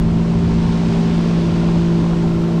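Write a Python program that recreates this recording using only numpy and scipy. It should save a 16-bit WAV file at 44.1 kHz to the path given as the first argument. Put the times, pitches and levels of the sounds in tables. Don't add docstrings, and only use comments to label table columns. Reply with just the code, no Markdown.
import sys
import numpy as np
from scipy import signal
from scipy.fft import rfft, irfft, next_fast_len
from scipy.io import wavfile

SR = 44100
rng = np.random.default_rng(int(sys.argv[2]) if len(sys.argv) > 2 else 0)


def convert_level_to_amplitude(level_db):
    exponent = np.asarray(level_db, float) / 20
    return 10 ** exponent


def unload_audio(sound):
    columns = np.transpose(np.atleast_2d(sound))
    steps = np.round(np.clip(columns, -1, 1) * 32767)
    wavfile.write(sys.argv[1], SR, steps.astype(np.int16))


N = 114660


def rms_one(x):
    return x / np.sqrt(np.mean(x ** 2) + 1e-20)


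def in_time(rows):
    time_s, value = np.transpose(rows)
    return np.interp(np.arange(N) / SR, time_s, value)


def smooth_rise(mid_s, width_s):
    return .5 + .5 * np.tanh((np.arange(N) / SR - mid_s) / width_s)


def drift(rate_hz):
    pole = np.exp(-80 * np.pi * rate_hz / SR)
    noise = rng.standard_normal(N // 40 + 2002)
    slow = signal.lfilter([1], [1, -2 * pole, pole * pole], noise)[2000:]
    return np.interp(np.arange(N) / 40, np.arange(len(slow)), rms_one(slow - slow.mean()))


def band_pass(x, order, edges_hz):
    return signal.sosfilt(signal.butter(order, edges_hz, "band", fs=SR, output="sos"), x)


def banded_noise(colour, patchy_db, flicker_hz, shared):
    hz, db = np.transpose(colour)
    edges_hz = hz[0] * 2 ** np.arange(-1 / 6, np.log2(hz[-1] / hz[0]) + 1 / 3, 1 / 3)
    edges_hz = edges_hz[edges_hz < SR * .45]
    size = next_fast_len(N + SR)
    bins_hz = np.arange(size // 2 + 1) * SR / size
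    shape = convert_level_to_amplitude(np.interp(np.log(bins_hz + 1), np.log(hz), db))
    noise = irfft(rfft(rng.standard_normal((2, size))) * shape, size)
    together = drift(flicker_hz / 2)
    out = 0
    for k, (low_hz, high_hz) in enumerate(zip(edges_hz, edges_hz[1:])):
        band = band_pass(noise[k % 2], 2, [low_hz, high_hz])[-N:]
        flicker_db = patchy_db * (shared * together + drift(flicker_hz))
        out = out + band * convert_level_to_amplitude(flicker_db)
    return rms_one(out)


def insects():
    mid_hz, width_hz, level_db = 13100, 3200, -68
    band = band_pass(rng.standard_normal(N), 2, [mid_hz - width_hz / 2, mid_hz + width_hz / 2])
    nearness = smooth_rise(mid_s=2.22, width_s=.14)
    return convert_level_to_amplitude(level_db + .8 * drift(8.0)) * nearness * rms_one(band)


# time in seconds, level in dB.
WIND_LEVEL = [(0, -20), (.25, -26), (.45, -19.5), (.7, -24.5), (1.0, -26), (1.3, -25.5), (1.6, -25),
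              (1.9, -25), (2.2, -26.5), (2.4, -25.5), (2.6, -47.5)]
# frequency in Hz, density in dB per Hz.
WIND_COLOUR_DB = [(4, -8), (12, -5), (25, -3.5), (42, -1.5), (90, -1.5), (140, -4), (200, -8), (300, -24)]


def wind():
    buffeting = banded_noise(WIND_COLOUR_DB, patchy_db=1.6, flicker_hz=6.0, shared=.1)
    return convert_level_to_amplitude(in_time(WIND_LEVEL)) * buffeting


def fizz():
    bursts_per_s, ring_cycles = 2500, 4.8
    sizes = convert_level_to_amplitude(1.4 * np.minimum(rng.exponential(1, N), 4)) * rng.choice([-1, 1], N)
    bursts = sizes * (rng.random(N) < bursts_per_s / SR)
    pitch = rng.integers(0, 16, N)
    out = 0
    for k, hz in enumerate(np.geomspace(2500, 6000, num=16)):
        decay = convert_level_to_amplitude(-60 * hz / ring_cycles / SR)
        w = 2 * np.pi * hz / SR
        ring = [1, -2 * decay * np.cos(w), decay * decay]
        out = out + signal.lfilter([0, np.sin(w)], ring, bursts * (pitch == k) + 1e-18)
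    return rms_one(band_pass(out, 4, [2200, 6500]))


# time in seconds, level in dB.
WAKE_LEVEL = [(0, -42.5), (.3, -42), (.6, -40), (.9, -39), (1.2, -39.2), (1.5, -39.5), (1.8, -40),
              (2.1, -41), (2.35, -42), (2.6, -42.5)]
# frequency in Hz, density in dB per Hz.
WAKE_COLOUR_DB = [(900, -7.5), (1500, -0.5), (3000, -4), (4600, -8.5), (8300, -18.5), (10500, -31.5),
                  (12200, -40.5), (15900, -53)]


def wake():
    hiss = banded_noise(WAKE_COLOUR_DB, patchy_db=0.37, flicker_hz=13.0, shared=0.14)
    level_db = in_time(WAKE_LEVEL)
    fizz_db = -6.5 + 1.2 * (level_db - level_db.mean())
    return convert_level_to_amplitude(level_db + 1.5) * (hiss + convert_level_to_amplitude(fizz_db) * fizz())


# time in seconds, level in dB.
CHURN_LEVEL = [(0, -36), (.3, -33.5), (.6, -35), (.9, -33.5), (1.2, -32.5), (1.5, -32.5), (1.8, -33.5),
               (2.1, -33), (2.35, -35), (2.6, -34)]
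# frequency in Hz, density in dB per Hz.
CHURN_COLOUR_DB = [(100, -5.5), (200, -.5), (300, -1.5), (400, -7.5), (480, -9), (620, -15.5), (1000, -14),
                   (1600, -29.5)]


def churn(angle_rad):
    lift_db, gate_depth = 8, 0.41
    cowl_hz, cowl_width_hz, cowl_db = 589, 34, -6
    level_db = in_time(CHURN_LEVEL)
    gate = 1 + gate_depth * (.6 * np.cos(3 * angle_rad) + np.cos(angle_rad))
    roar = gate * banded_noise(CHURN_COLOUR_DB, patchy_db=1.8, flicker_hz=10.0, shared=0.4)
    resonance = signal.iirpeak(cowl_hz, cowl_hz / cowl_width_hz, fs=SR)
    cowl = rms_one(signal.lfilter(*resonance, rng.standard_normal(N)))
    cowl_level_db = level_db + cowl_db + 0.82 * (level_db - level_db.mean())
    return convert_level_to_amplitude(level_db + lift_db) * roar + convert_level_to_amplitude(cowl_level_db) * cowl


# multiple of crank speed, level in dB, change over the listener's turn in dB.
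CRANK_ORDERS = [(1, -33, -1), (2, -33, -2.5), (3, -16.5, 0.2), (4, -23.5, -3.5), (5, -39.5, -8),
                (6, -31.5, 10), (7, -32.5, 0), (8, -50, 11), (9, -53, 6), (10, -56, 5), (11, -49.5, 11.3),
                (12, -47, 0.1), (13, -47.5, -5.5), (14, -60.5, 3.5), (15, -59.5, 9.5), (16, -48.5, -5.5),
                (17, -54, 0.7), (18, -57.5, 13), (19, -49, 4), (24, -52.5, 3.5), (25, -54, 4.5),
                (26, -66.5, 5)]
INVERTED_ORDERS = (1, 2, 5, 7, 9, 11, 17, 19)


def orders(angle_rad):
    waver_db, waver_hz = 1.6, 2.5
    shared_slip_rad, own_slip_rad, jitter_rad = .06, .3, .012
    turn = smooth_rise(mid_s=1.25, width_s=.2) - .5
    slip = shared_slip_rad * drift(1.24)
    jitter = jitter_rad * drift(19.0)
    out = 0
    for multiple, level_db, change_db in CRANK_ORDERS:
        k = int(round(multiple))
        share = .3 if k in (3, 4) else 1
        order_db = level_db + change_db * turn + waver_db * share * drift(waver_hz)
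        wander_rad = slip * max(k - 4, 0) + k * jitter + own_slip_rad * share * drift(2.0)
        sign = -1 if k in INVERTED_ORDERS else 1
        out = out + sign * np.sqrt(2) * convert_level_to_amplitude(order_db) * np.cos(k * angle_rad + wander_rad)
    return out


# time in seconds, turns per second in Hz.
CRANK_SPEED = [(0, 56.15), (.3, 56.3), (.6, 56.25), (1.0, 56.27), (1.25, 56.42), (1.5, 56.1), (1.9, 56.27),
               (2.05, 56.12), (2.35, 55.98), (2.6, 56.15)]


def scene():
    angle_rad = 2 * np.pi * np.cumsum(in_time(CRANK_SPEED)) / SR
    mix = insects() + wind() + wake() + churn(angle_rad) + orders(angle_rad)
    return mix[None]


def top_cut(x):
    return signal.sosfilt(signal.butter(12, 15750, fs=SR, output="sos"), x)


def record(dry):
    top = .75
    mix = top * np.tanh(dry / top)
    return top_cut(mix)


dry = scene()
out = record(dry)
unload_audio(out)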